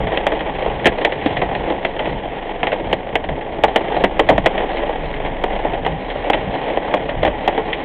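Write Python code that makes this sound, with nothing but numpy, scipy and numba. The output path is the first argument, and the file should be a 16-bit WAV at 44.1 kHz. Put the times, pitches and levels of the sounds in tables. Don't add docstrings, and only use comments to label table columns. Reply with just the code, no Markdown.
import sys
import numpy as np
from scipy import signal
from scipy.fft import rfft, irfft
from scipy.io import wavfile
from scipy.ndimage import uniform_filter1d
from numba import njit

SR = 44100
rng = np.random.default_rng(int(sys.argv[2]) if len(sys.argv) > 2 else 0)


def persist_wave(psi):
    counts = np.round(np.clip(psi, -1, 1) * 32767).astype(np.int16)
    wavfile.write(sys.argv[1], SR, np.atleast_2d(counts).T)


def rack_gain(trim_db):
    fader = np.asarray(trim_db, float)
    return 10 ** (fader / 20)


N = 345744
TIME = np.arange(N) / SR
BLOW_SIZE, THUD_SIZE = 8192, 16384
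CABIN_HZ = 195.8


def level(x, db):
    return x * rack_gain(db) / np.sqrt(np.mean(x ** 2))


def colour_db(table, hz):
    table = np.array(table, float)
    return np.interp(np.log(hz), np.log(table[:, 0]), table[:, 1])


def bins_hz(size):
    return np.maximum(np.arange(size // 2 + 1) * SR / size, 1)


def walk(rate_hz):
    hold = int(SR / rate_hz)
    steps = np.repeat(rng.standard_normal(N // hold + 1), hold)
    return 1.2 * uniform_filter1d(uniform_filter1d(steps, hold), hold)[:N]


@njit
def ring(hz, gain, t60, rise, phase, size):
    out = np.zeros(size)
    for m in range(len(hz)):
        turn = np.exp(2j * np.pi * hz[m] / SR - np.log(1000) / (t60[m] * SR))
        z = gain[m] * np.exp(1j * phase[m])
        wait, fade = 1., np.exp(-1 / (rise[m] * SR))
        for i in range(size):
            out[i] += z.imag * (1 - wait) ** 2
            z, wait = z * turn, wait * fade
    return out


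# pitch_hz [Hz], level_db [dB per Hz]
PANEL_RESPONSE = [(88, -39.5), (150, -3.5), (231, -13.5), (304, -0.5), (379, -5.5), (432, -3), (554, -1),
                  (808, -3), (1310, -20), (1620, -15.5), (1910, -7.5), (2240, -14), (2950, -16),
                  (3190, -14.5), (3400, -17), (4420, -52), (7480, -120)]


def blow(chance, treble_db, bass_db, centre_hz, t60):
    mode_step_hz, panel_top_hz = 70, 3300
    hz = mode_step_hz * (2.322 + np.arange(len(chance[0])) + 0.94 * chance[0])
    hz[0] = CABIN_HZ
    panel_db = colour_db(PANEL_RESPONSE, np.minimum(hz, panel_top_hz))
    boom_db = 4.38 * np.exp(-(np.log(hz / centre_hz) / 0.18) ** 2)
    split_db = np.interp(hz, [353, 446, 1120, 1730], [bass_db, 0, 0, treble_db])
    spot_db = 6.9 * (chance[1] - .5)
    gain = rack_gain(panel_db + boom_db + split_db + spot_db)
    decay = np.clip(t60, .02, .3) * (hz / 600) ** -.22 * (0.62 + 0.43 * chance[2])
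    rise = 0.00085 * (hz / 600) ** -.9
    return ring(hz, gain, decay, rise, 2 * np.pi * chance[3], BLOW_SIZE)


# start_s [s], patter_db [dB], treble_db [dB]
RAIN_GUSTS = [(0.0, -24, -0.5), (0.59, -19.5, -2), (1.05, -24.5, -3), (1.26, -24, 2), (1.55, -18.5, -4),
              (1.801, -23, -2), (2.36, -25.5, -1), (3.362, -25.5, -5.5), (3.86, -20.5, -2.5),
              (4.26, -25.5, -3), (4.778, -19.5, -1.5), (5.001, -24.5, -2), (5.76, -23, -3),
              (6.099, -25, -1), (6.79, -20.5, -2), (7.1, -25.5, -2), (7.489, -23.5, -2), (7.84, -24, -0.5)]


def rain(per_s=900, scatter_db=3.0):
    start_s, patter_db, treble_db = np.transpose(RAIN_GUSTS)
    patter = 0
    for spot in range(12):
        chance = rng.random((3, N))
        lands = chance[0] < per_s / 12 / SR
        size = rack_gain(np.minimum(-scatter_db * np.log(chance[1]), 13))
        drops = lands * size * np.sign(chance[2] - .5)
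        c = rng.random((4, 66))
        body = blow(c, 0.16, 0.27, 350 + 600 * c[0, 0], 0.093)
        body = body / np.sqrt(np.sum(body ** 2))
        patter = patter + rack_gain(1.9 * walk(14)) * signal.fftconvolve(drops, body)[:N]
    low = signal.sosfiltfilt(signal.butter(2, 1300, fs=SR, output="sos"), patter)
    mix = low + (patter - low) * rack_gain(np.interp(TIME, start_s, treble_db))
    return level(mix, 0.6) * rack_gain(np.interp(TIME, start_s, patter_db) + 1.2 * walk(9))


# start_s [s], peak_db [dB], treble_db [dB], boom_hz [Hz], ring_s [s]
GLASS_HAIL = [(0.174, -5, -8.5, 630, 0.045), (0.267, -0.3, -15, 766, 0.089), (1.049, 1.5, -6, 406, 0.084),
              (2.631, -4, -13.5, 420, 0.13), (2.728, -5.5, -13.5, 560, 0.13), (3.155, -1, -7.5, 765, 0.075),
              (3.637, 8, -17.5, 758, 0.088), (4.194, 6.5, -16, 442, 0.066), (4.289, 5.5, -15, 713, 0.14),
              (4.38, 0.2, -16.5, 609, 0.053), (4.46, 5.5, -10, 675, 0.075),
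              (5.439, -3.5, -15.5, 413, 0.042), (6.3, 2, -17, 769, 0.065), (6.773, -3.5, -22.5, 713, 0.049),
              (6.94, -0.6, -18.5, 548, 0.055), (7.23, -1.5, -16, 563, 0.099), (7.477, 1, -13, 704, 0.1)]
# start_s [s], peak_db [dB], treble_db [dB], boom_hz [Hz], ring_s [s]
ROOF_STONES = [
    (0.857, 5, -6, 567, 0.11),
    (1.26, -1, -11, 550, 0.1),
    (1.849, -3, -7.5, 650, 0.1),
    (2.929, -1, -9.5, 622, 0.062),
    (3.76, 3.5, -11.5, 730, 0.075),
    (4.039, 5, -12, 558, 0.096),
    (5.864, -4.5, -16, 780, 0.041),
]
# start_s [s], peak_db [dB], treble_db [dB], boom_hz [Hz]
BOUNCING_STONES = [(0.868, 2.5, -7, 720), (1.075, -9, -29.5, 773), (2.073, -11, -22, 585),
                   (4.202, -6, -17.5, 523), (4.3, 0.5, -20, 660), (4.311, -4.5, -25.5, 700),
                   (4.325, -6, -31, 533), (4.467, -3.5, -16, 343), (6.333, -4.5, -5, 697),
                   (6.344, -7, -11.5, 710), (7.25, -4, -11.5, 560), (7.276, -5.5, -15, 547)]
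# start_s [s], peak_db [dB], treble_db [dB], boom_hz [Hz]
SLUSHY_STONES = [(0.004, -13, -19, 407), (0.071, -11, -8.5, 614), (0.128, -11, -25.5, 451),
                 (0.32, -6, -18, 544), (0.407, -11, -16.5, 673), (0.623, -10.5, -15, 444),
                 (0.661, -7.5, -21, 493), (0.845, -11.5, -9, 532), (1.014, -9.5, -15.5, 358),
                 (1.122, -9, -9.5, 436), (1.368, -10.5, -5, 673), (1.417, -5.5, -16.5, 661),
                 (1.551, -12, -9.5, 610), (1.701, -7.5, -17.5, 358), (1.992, -10, -14.5, 587),
                 (2.67, -6, -10.5, 668), (3.289, -10, -14.5, 407), (3.682, -8.5, -13.5, 740),
                 (3.966, -5.5, -19, 734), (4.007, -10.5, -18, 540), (4.579, -9, -13, 634),
                 (4.833, -10, -22, 770), (4.893, -9, -25, 480), (5.648, -6.5, -24.5, 571),
                 (5.735, -11, -14, 441), (5.849, -13.5, -8, 825), (6.154, -12, -21.5, 579),
                 (7.09, -9.5, -10.5, 557), (7.578, -4.5, -19.5, 441), (7.73, -8, 7.5, 610)]
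# start_s [s], peak_db [dB], treble_db [dB]
FAT_DROPS = [(0.12, -13.5, -10), (0.391, -18, -1), (0.584, -16, -28), (0.921, -14.5, -16),
             (0.984, -11.5, -11.5), (1.214, -21, -0.5), (1.722, -11, -21), (2.056, -14, -11),
             (2.256, -14, -22), (3.069, -16.5, -17), (3.241, -13, -12), (3.411, -21, -5),
             (3.588, -14, -24.5), (3.81, -13.5, -22), (4.268, -17.5, -14), (4.956, -15.5, -23),
             (5.367, -22.5, -8), (5.553, -14, -13.5), (5.888, -21, -12), (6.102, -16, 2), (6.27, -12, -20),
             (6.882, -12.5, -29), (7.013, -18, -18.5), (7.409, -16.5, -18.5), (7.458, -19.5, -13.5),
             (2.719, -8.5, -8.5), (4.77, -13.5, -9), (5.14, -17, -4), (5.26, -16.5, -4),
             (7.263, -8.5, -13.5)]


def hail():
    bounce_ring_s, slush_ring_s, drop_ring_s, drop_boom_hz = 0.098, 0.14, 0.11, 590
    roof_db = 10.5
    stones = [(*b, 0) for b in GLASS_HAIL]
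    stones += [(*b, roof_db) for b in ROOF_STONES]
    stones += [(*b, bounce_ring_s, roof_db / 2) for b in BOUNCING_STONES]
    stones += [(*b, slush_ring_s, 0) for b in SLUSHY_STONES]
    stones += [(*b, drop_boom_hz, drop_ring_s, roof_db / 2) for b in FAT_DROPS]
    front = rack_gain(4 * np.exp(-(TIME[:BLOW_SIZE] / 0.007) ** 2))
    out = np.zeros(N + BLOW_SIZE)
    chance = rng.random((len(stones), 5, 66))
    for (start_s, peak_db, treble_db, boom_hz, ring_s, deep_db), c in zip(stones, chance):
        bass_db = -4.5 + deep_db - 4.5 * np.log2(boom_hz / 600) + 5 * (c[4, 0] - .5)
        stone = front * blow(c, treble_db + 13, bass_db, boom_hz, 1.174 * ring_s)
        i = int((start_s - .0004) * SR)
        out[i:i + BLOW_SIZE] += stone * rack_gain(peak_db - 6.5) / np.std(stone[:400])
    return out[:N]


# start_s [s], firing_hz [Hz], level_db [dB]
ENGINE_RUN = [(0.15, 23.42, -33), (0.7, 23.33, -36), (1.8, 23.55, -37), (2.28, 23.45, -34),
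              (3.5, 23.59, -33.5), (3.91, 23.35, -34.5), (4.23, 23.58, -28.5), (5.76, 23.3, -27.5),
              (5.902, 23.5, -35), (6.0, 33.4, -43), (6.07, 33.35, -29), (6.152, 35.5, -31),
              (6.522, 35.74, -30), (6.6, 36.25, -39), (6.722, 29.2, -34), (6.942, 28.63, -42.5),
              (7.198, 28, -31), (7.84, 27.8, -35.5)]


def engine():
    start_s, firing_hz, level_db = np.transpose(ENGINE_RUN)
    hz = np.interp(TIME, start_s, firing_hz)
    throb_db = np.interp(TIME, start_s, level_db)
    turn = 2 * np.pi * np.cumsum(hz * (1 + 0.022 * walk(8.6))) / SR
    octave_db = -8 + 3 * walk(2.4) - 2 * np.maximum(hz - 25, 0)
    throb = np.sqrt(2) * (np.sin(turn) + rack_gain(octave_db) * np.sin(2 * turn))
    return throb * rack_gain(throb_db + 1.5 * walk(13))


# start_s [s], swell_db [dB]
ROAD_JOINTS = [
    (0.05, 10),
    (0.87, 6.5),
    (1.3, 4.5),
    (1.6, 5),
    (3.3, 7.5),
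    (4.04, 7),
    (4.32, 6),
    (5.04, 3.5),
    (5.92, 4),
]


def swells():
    rise_s, fall_s, joint_s = 0.11, 0.097, 0.052
    db = -34.5 + 2.4 * walk(14)
    for start_s, *_ in WIPER_TURNS:
        width_s = np.where(TIME < start_s, rise_s, fall_s)
        db = db + 6.5 * np.exp(-((TIME - start_s) / width_s) ** 2)
    for start_s, swell_db in ROAD_JOINTS:
        db = db + swell_db * np.exp(-((TIME - start_s) / joint_s) ** 2)
    return db


# pitch_hz [Hz], level_db [dB per Hz]
RUMBLE_SPECTRUM = [(12, -27.5), (20, -4), (45, -1.5), (92, -7), (152, -3), (231, -12.5), (260, -9),
                   (340, -33.5), (570, -120)]


def rumble():
    hz = bins_hz(N)
    cabin_db = 4.5 * np.exp(-((hz - CABIN_HZ) / 12) ** 2)
    noise = rfft(rng.standard_normal(N))
    coloured = irfft(noise * rack_gain(colour_db(RUMBLE_SPECTRUM, hz) + cabin_db), N)
    return level(coloured, 0.22) * rack_gain(swells())


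# start_s [s], peak_db [dB], pitch_hz [Hz]
WIPER_TURNS = [(0.679, -19, 48.6), (1.421, -17, 152.6), (2.149, -22, 40.4), (2.88, -25.5, 48.7),
               (3.637, -22.5, 48.3), (4.369, -20, 40.4), (5.049, -23, 40.4), (5.751, -19, 40.3),
               (5.889, -16, 164), (6.469, -25, 40.4), (7.232, -16.5, 56.5)]


def wipers():
    out = np.zeros(N + THUD_SIZE)
    gain = rack_gain(np.array([-2., 0.]))
    t60, rise = np.array([.35, .3]), np.array([.015, .008])
    for (start_s, peak_db, pitch_hz), chance in zip(WIPER_TURNS, rng.random((len(WIPER_TURNS), 2))):
        thud = ring(np.array([50., pitch_hz]), gain, t60, rise, 2 * np.pi * chance, THUD_SIZE)
        i = int((start_s - .01) * SR)
        out[i:i + THUD_SIZE] += thud * rack_gain(peak_db - 3.0) / np.abs(thud).max()
    return out[:N]


def scene():
    return (rain() + hail() + engine() + rumble() + wipers())[None]


def roll_off(x):
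    return signal.sosfilt(signal.butter(12, 16200, fs=SR, output="sos"), x)


# pitch_hz [Hz], level_db [dB]
MIC_RESPONSE = [(3300, -1.5), (3600, -9.5), (4000, -17.5), (4250, -28), (4500, -44), (4600, -51.5),
                (4700, -78.5), (5600, -93)]


def record(dry):
    first = np.pad(np.clip(dry, -.85, .85), ((0, 0), (512, 512)), "reflect")
    size = first.shape[1]
    hz = bins_hz(size)
    heard = rfft(first) * rack_gain(colour_db(MIC_RESPONSE, hz))
    share = np.clip((hz - 3800) / 300 + .5, 0, 1)
    body, edge = (irfft(heard * w, size)[:, 512:-512] for w in (1 - share, share))
    dull = body + edge * rack_gain(3.5 * walk(22))
    hiss = level(rng.standard_normal(N), -99)
    ceiling, knee = 0.71, 0.041
    over = np.maximum(np.abs(dull) - ceiling + knee, 0)
    bent = dull - np.sign(dull) * (over - knee * np.tanh(over / knee))
    return roll_off(bent + hiss)


dry = scene()
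out = record(dry)
persist_wave(out)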